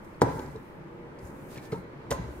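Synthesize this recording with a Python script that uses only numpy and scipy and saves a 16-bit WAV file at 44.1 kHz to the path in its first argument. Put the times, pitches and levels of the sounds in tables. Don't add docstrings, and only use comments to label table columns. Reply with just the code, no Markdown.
import sys
import numpy as np
from scipy import signal
from scipy.fft import rfft, irfft
from scipy.io import wavfile
from scipy.ndimage import uniform_filter1d

SR = 44100
rng = np.random.default_rng(int(sys.argv[2]) if len(sys.argv) > 2 else 0)


def volts_from_decibels(level):
    exponent = np.asarray(level, float) / 20
    return 10 ** exponent


def wrap_up_sound(samples):
    columns = np.atleast_2d(samples).T
    tamed = np.clip(columns, -1, 1)
    steps = np.round(tamed * 32767).astype(np.int16)
    wavfile.write(sys.argv[1], SR, steps)


N = 105840


def evened(x):
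    return x / np.sqrt(np.mean(x ** 2) + 1e-20)


def read(points, hz):
    f, value = np.transpose(points)
    return np.interp(np.log(hz + 1), np.log(f + 1), value)


def add(mix, start_s, sound):
    part = mix[round(start_s * SR):][:len(sound)]
    part += sound[:len(part)]


def swell(start_s, length_s):
    return np.sin(np.pi * np.clip((np.arange(N) / SR - start_s) / length_s, 0, 1)) ** 2


def noise(colour_db, same, patchy_db):
    frames, hz = N // 256 + 5, np.fft.rfftfreq(1024, 1 / SR)
    a, b, c, d, patches = rng.standard_normal((frames, 513, 5)).T
    patches = uniform_filter1d(patches, size=10, axis=0)
    patches = evened(uniform_filter1d(patches, size=10, axis=1))
    likeness = np.clip(same(hz), -1, 1)[:, None]
    left = a + 1j * b
    right = likeness * left + np.sqrt(1 - likeness ** 2) * (c + 1j * d)
    level = volts_from_decibels(colour_db(hz)[:, None] + patchy_db * patches)
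    z = np.array([left, right]) * level
    return evened(signal.istft(z, nperseg=1024, noverlap=768)[1][:, :N])


def ring(modes, focus_hz, hold=1):
    focus_oct, focus_floor = 0.29, 0.51
    spread_s = 0.00094
    hz, db, t60 = np.transpose(modes)[:, :, None]
    t = np.arange(SR // 2) / SR
    near = focus_floor + np.exp(-(np.log2(hz / focus_hz) / focus_oct) ** 2)
    fade = volts_from_decibels(db - 60 * t / (hold * t60))
    tones = near * (1 - np.exp(-t / spread_s)) * fade * np.sin(2 * np.pi * hz * t)
    return tones.sum(0)


# pitch in Hz, level in dB, time to die by 60 dB in seconds.
TABLE_MODES = [(71, -6, 0.28), (124, -31.5, 0.089), (135.7, -2, 0.1), (170, 1.5, 0.051), (270.8, 1, 0.058),
               (361, 5, 0.026), (444, 6.5, 0.033), (500, -4, 0.058), (526, -13.5, 0.14), (390, -27, 0.0045)]
# pitch in Hz, level in dB,
# time to die by 60 dB in seconds.
BOWL_MODES = [(867, -5.5, 0.1), (913, -5.5, 0.07), (1014.5, 8, 0.032), (1131, 14.5, 0.011),
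              (1320, 18, 0.0095), (1522, 15, 0.011), (1500, -18, 0.058), (1918, 0.5, 0.028),
              (2300, 3, 0.019), (2800, -52, 0.019), (3750, -35, .015), (4030, 1.5, 0.014), (6050, -46, .05),
              (7241, -42, .05)]
# start in seconds, force in dB, contact time in ms,
# share of bowl sound in dB, favoured pitch in Hz.
KNOCKS = [(0.2097, -38, 0.44, -13, 900), (0.2165, -21.5, 1.13, 4, 606), (0.2175, -13.5, 1.11, 6.5, 470),
          (.2218, -13, 1.97, -9, 262), (0.2275, -11, 3.2, 3.5, 500), (0.2364, -23.5, 1.9, -17, 398),
          (0.2474, -31, 0.52, -2, 495), (.271, -28, 1, -16, 440), (0.286, -28.5, 0.84, -1.5, 170),
          (0.353, -30, 3.5, 2, 160), (0.392, -46, 0.53, -7, 900), (0.555, -35, 2.3, 7, 417),
          (1.228, -23.5, 9.1, -20, 99), (1.247, -33.5, 5, -20, 100), (1.571, -31.5, 1.6, -12, 202),
          (1.585, -41, 3, -10, 154), (1.7229, -27, 1.7, -6, 167), (1.7292, -28.5, 1.74, 5.5, 420),
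          (1.734, -31.5, 2.2, -16, 408), (1.744, -31, 1.8, 3, 700), (1.782, -29, 6.5, -18, 195),
          (2.107, -27, 2.2, -1, 474), (2.114, -23, 0.65, -6.5, 1010), (2.1228, -34.5, 0.8, 12.5, 577),
          (2.1260, -28.5, 1.95, 4, 530), (2.196, -31.5, 1.7, -11, 175), (2.239, -36, 2.8, -20, 125)]


def knocks():
    out = np.zeros(N)
    for start_s, force_db, contact_ms, bowl_db, focus_hz in KNOCKS:
        rise_s = max(contact_ms, .05) * 0.00064 / 4
        u = np.arange(SR // 50) / SR / rise_s
        force = u * np.exp(-u)
        body = ring(TABLE_MODES, focus_hz) + volts_from_decibels(bowl_db) * ring(BOWL_MODES, focus_hz)
        add(out, start_s, volts_from_decibels(force_db) * signal.fftconvolve(force / force.sum(), body))
    return out


# start in seconds, level in dB, pitch in Hz,
# time to die by 60 dB in seconds.
SNAPS = [(.144, -60, 4480, .03), (.2172, -19, 829, 0.039), (.2275, -21, 828, 0.056),
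         (0.224, -47, 6050, 0.033), (0.255, -35.5, 1500, .04), (.286, -43, 990, 0.031),
         (0.559, -57, 3980, .05), (1.188, -58, 4900, 0.05), (1.252, -57, 6540, 0.033),
         (1.27, -56, 7100, .05), (1.558, -48, 2420, 0.031), (1.567, -42, 1794, 0.046),
         (1.574, -52, 4460, .03), (1.575, -36.5, 1775, 0.023), (1.582, -38, 2330, 0.023),
         (1.592, -56, 4000, .04), (1.7205, -39, 2163, 0.038), (1.721, -52.5, 4360, 0.044),
         (1.722, -32.5, 1300, .03), (1.728, -34, 1110, 0.012), (1.73, -50, 4070, .04),
         (1.73, -63, 6000, 0.019), (1.772, -41, 1360, .025), (2.1065, -37, 1990, 0.037),
         (2.114, -24, 1400, .02), (2.1153, -38, 4080, 0.013), (2.116, -32.5, 1934, 0.02),
         (2.1135, -26.5, 1850, 0.024), (2.119, -23.5, 572, 0.082), (2.126, -33.5, 6660, 0.022),
         (2.13, -44, 900, 0.026)]


def snaps():
    rise_s, longest_s = 0.0004, .07
    out, t = np.zeros(N), np.arange(4096) / SR
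    for (start_s, db, hz, t60), (a, b) in zip(SNAPS, rng.random((len(SNAPS), 2))):
        first = np.sin(2 * np.pi * hz * t)
        second = .5 * np.sin(2 * np.pi * (hz * (0.93 + 0.058 * a) * t + b))
        fade = volts_from_decibels(db - 60 * t / min(t60, longest_s))
        add(out, start_s, (first + second) * (1 - np.exp(-t / rise_s)) * fade)
    return out


# time in seconds, level in dB.
PRESS = [(0, -81), (.21, -72), (.24, -51), (.4, -37.5), (.6, -65), (1.201, -48), (1.6, -48.5), (1.75, -51),
         (2.052, -46.5), (2.13, -43), (2.4, -49.5)]


def shake():
    grip = 0.69
    slips = volts_from_decibels(2.13 * rng.exponential(1, N)) * (rng.random(N) < 900 / SR)
    slips = slips * rng.choice([-1., 1.], N)
    slips = evened(uniform_filter1d(slips, size=16))
    body = ring(TABLE_MODES, 340, grip) + volts_from_decibels(-2.5) * ring(BOWL_MODES, 2140, grip)
    press = volts_from_decibels(np.interp(np.arange(N) / SR, *np.transpose(PRESS)))
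    return signal.fftconvolve(slips * press, body)[:N] / np.linalg.norm(body) / 4


# start in seconds, length in seconds, pitch in Hz.
DRAGS = [(.27, .12, 155), (.43, .15, 143), (.7, .45, 335), (.86, .3, 475), (.7, .28, 150),
         (1.575, .2, 1770), (2.118, .055, 1030), (1.77, .04, 185), (1.95, .075, 140), (2.105, .07, 60),
         (2.21, .08, 125), (.3, .28, 66), (.36, .05, 885), (1.738, .035, 920), (.54, .045, 435),
         (1.72, .03, 435), (2.175, .07, 60), (2.255, .08, 65), (2.345, .07, 66), (2.18, .04, 175),
         (2.165, .04, 1030), (.33, .16, 7250), (.54, .06, 70), (1.22, .06, 80)]
# level in dB, in the same order.
DRAGS_DB = [-43, -38.5, -46.5, -51.5, -47.5, -58, -34.5, -41, -40, -37, -43, -48.5, -38.5, -38, -40, -34,
            -37, -40.5, -42.5, -36, -45, -66, -46, -48]


def drags():
    wander, flutter_db = .008, 1.5
    drift = rng.standard_normal((len(DRAGS), 2, N // 64 + 2))
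    drift = uniform_filter1d(drift, size=16, axis=2) * 4
    out = np.zeros(N)
    for (start_s, length_s, mode_hz), db, moves in zip(DRAGS, DRAGS_DB, drift):
        pitch, level = [np.interp(np.arange(N) / 64, np.arange(len(v)), v) for v in moves]
        tone = np.sin(2 * np.pi * np.cumsum(mode_hz * (1 + wander * pitch)) / SR)
        out += volts_from_decibels(db + flutter_db * level) * swell(start_s, length_s) ** .5 * tone
    return out


# pitch in Hz, lead in radians.
LEAD = [(60, -0.18), (250, -0.41), (500, 0.71), (1000, 1.77), (2000, 0.75), (4000, 1.7), (16000, 1.7)]
# pitch in Hz, left minus right in dB.
TILT = [(60, 1), (150, 2), (500, -3), (1000, 0.5), (15000, -1.5)]


def ports(x):
    hz, z = np.fft.rfftfreq(N, 1 / SR), rfft(x)
    half = volts_from_decibels(read(TILT, hz) / 2) * np.exp(.5j * read(LEAD, hz))
    return irfft(np.array([z * half, z / half]), N)


# start in seconds, level in dB, fade in seconds,
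# centre pitch in Hz.
SMACKS = [(0.046, -58, 0.04, 8700), (0.212, -44.5, .05, 4000), (0.2167, -30.5, 0.05, 4740),
          (0.3923, -47, 0.041, 3280), (.462, -46, 0.0075, 4580), (0.558, -60, 0.06, 3760),
          (1.187, -60, 0.085, 4670), (1.559, -50.5, 0.073, 2300), (1.574, -52, 0.12, 2980),
          (1.729, -59, 0.029, 4000), (1.616, -72, .03, 6000), (1.654, -51, 0.013, 4660),
          (1.7187, -49.5, 0.15, 3500), (2.1054, -37, 0.15, 6100), (2.1132, -30.5, 0.035, 2550)]


def smacks():
    tail_db, tail_s = -22, 0.88
    size = 16384
    near, far = np.zeros(N), np.zeros((2, N))
    t, hz = np.arange(size) / SR, np.fft.rfftfreq(size, 1 / SR)
    for (start_s, db, fade, centre_hz), grit in zip(SMACKS, rng.standard_normal((len(SMACKS), 4, size))):
        colour = volts_from_decibels(-6.0 * np.log2((hz + 1) / centre_hz) ** 2)
        tone = evened(irfft(rfft(grit[:3]) * colour))
        lumps = volts_from_decibels(2.0 * evened(uniform_filter1d(grit[3], size=70)))
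        attack = np.minimum(t / (0.0073 * fade), 1)
        add(near, start_s, tone[0] * lumps * attack * volts_from_decibels(db - 60 * t / fade))
        tail = tone[1:] * np.minimum(t / 0.0038, 1) * volts_from_decibels(db + tail_db - 60 * t / tail_s)
        add(far.T, start_s, tail.T)
    return ports(near) + far


# start in seconds, length in seconds, level in dB,
# centre pitch in Hz.
STROKES = [(-.1, 0.39, -71.5, 8500), (0.198, .16, -52, 1390), (0.193, 0.31, -63.5, 4640),
           (0.24, 0.25, -61.5, 13000), (0.353, 0.26, -67, 7540), (0.45, 0.41, -70.5, 13200),
           (1.107, 0.72, -65, 9900), (1.185, 0.15, -64, 7600), (1.454, 0.16, -64.5, 12800),
           (1.474, 0.13, -59, 3100), (1.575, 0.19, -74, 7500), (1.662, 0.2, -65.5, 10200),
           (1.69, 0.73, -68, 2020), (2.08, 0.4, -70.5, 6240), (2.25, 0.27, -65.5, 11100),
           (1.598, .1, -61.5, 3230), (1.603, .085, -70, 13000), (1.693, 0.07, -74, 13600)]


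def strokes():
    hz = np.fft.rfftfreq(N, 1 / SR)
    grain = volts_from_decibels(1.0 * rng.exponential(1, N)) * (rng.random(N) < 400 / SR)
    grain = evened(uniform_filter1d(grain, size=80))
    hiss = noise(lambda f: 0 * f, lambda f: 0.033 + 0 * f, patchy_db=0.0)
    z = rfft(hiss * (1 + 0.091 * grain))
    out = np.zeros((2, N))
    for start_s, length_s, db, centre_hz in STROKES:
        colour = volts_from_decibels(-6 * np.log2((hz + 1) / centre_hz) ** 2)
        out += volts_from_decibels(db) * swell(start_s, length_s) * evened(irfft(z * colour, N))
    return out


# pitch in Hz, likeness from -1 to 1.
SAME = [(60, 1), (180, 0.86), (350, 0.66), (550, 0.41), (1650, -0.14), (4970, -0.21), (15000, 0.098)]
# pitch in Hz, time to die by 60 dB in seconds.
ROOM = [(90, 0.45), (300, 0.45), (1000, 0.6), (3000, 0.99), (10000, 0.3)]


def room(x):
    taps = np.zeros((2, SR))
    at = np.arange(200, SR - 20, 20) + rng.integers(0, 20, (2, (SR - 201) // 20))
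    np.put_along_axis(taps, at, rng.choice([-1., 1.], at.shape), 1)
    hz, t, z = signal.stft(taps, SR, nperseg=512)
    likeness = np.clip(read(SAME, hz), 0, 1)[:, None]
    right = likeness * z[0] + np.sqrt(1 - likeness ** 2) * z[1]
    fade = volts_from_decibels(-60 * t / read(ROOM, hz)[:, None])
    tail = signal.istft(np.array([z[0], right]) * fade, SR, nperseg=512)[1]
    return signal.fftconvolve(x[None], tail / np.linalg.norm(tail[0]), axes=1)[:, :N]


# pitch in Hz, level in dB per Hz.
HUM = [(25, -8), (125, -1), (400, -7), (1000, -12), (2200, -21), (3500, -34.5), (7600, -45.5),
       (16000, -51.5)]
# pitch in Hz, width in Hz, boost (or cut, if negative) in
# dB.
HUM_PEAKS = [(36.2, 8.4, -1), (74.7, 12, -12), (97, 10, -4), (188, 14.7, 8), (350.6, 15, 7.5),
             (490, 24, 2.5), (722, 54, -9.5), (900, 120, 2)]


def kitchen():
    def colour(f):
        peaks = sum(db * np.exp(-((f - hz) / width) ** 2) for hz, width, db in HUM_PEAKS)
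        return read(HUM, f) + peaks
    return volts_from_decibels(-46) * noise(colour, lambda f: read(SAME, f), patchy_db=1.0)


def scene():
    low_cut = signal.butter(3, 78, "high", fs=SR, output="sos")
    thud = signal.sosfilt(low_cut, knocks() + shake() + snaps())
    near = ports(thud + drags())
    echo = room(volts_from_decibels(-8) * thud)
    return near + echo + smacks() + strokes() + kitchen()


def roll_off(x):
    return signal.sosfilt(signal.butter(12, 15800, fs=SR, output="sos"), x)


def record(dry):
    mix = signal.oaconvolve(dry, signal.firwin(255, 15750, fs=SR)[None], "same")
    return roll_off(mix)


dry = scene()
out = record(dry)
wrap_up_sound(out)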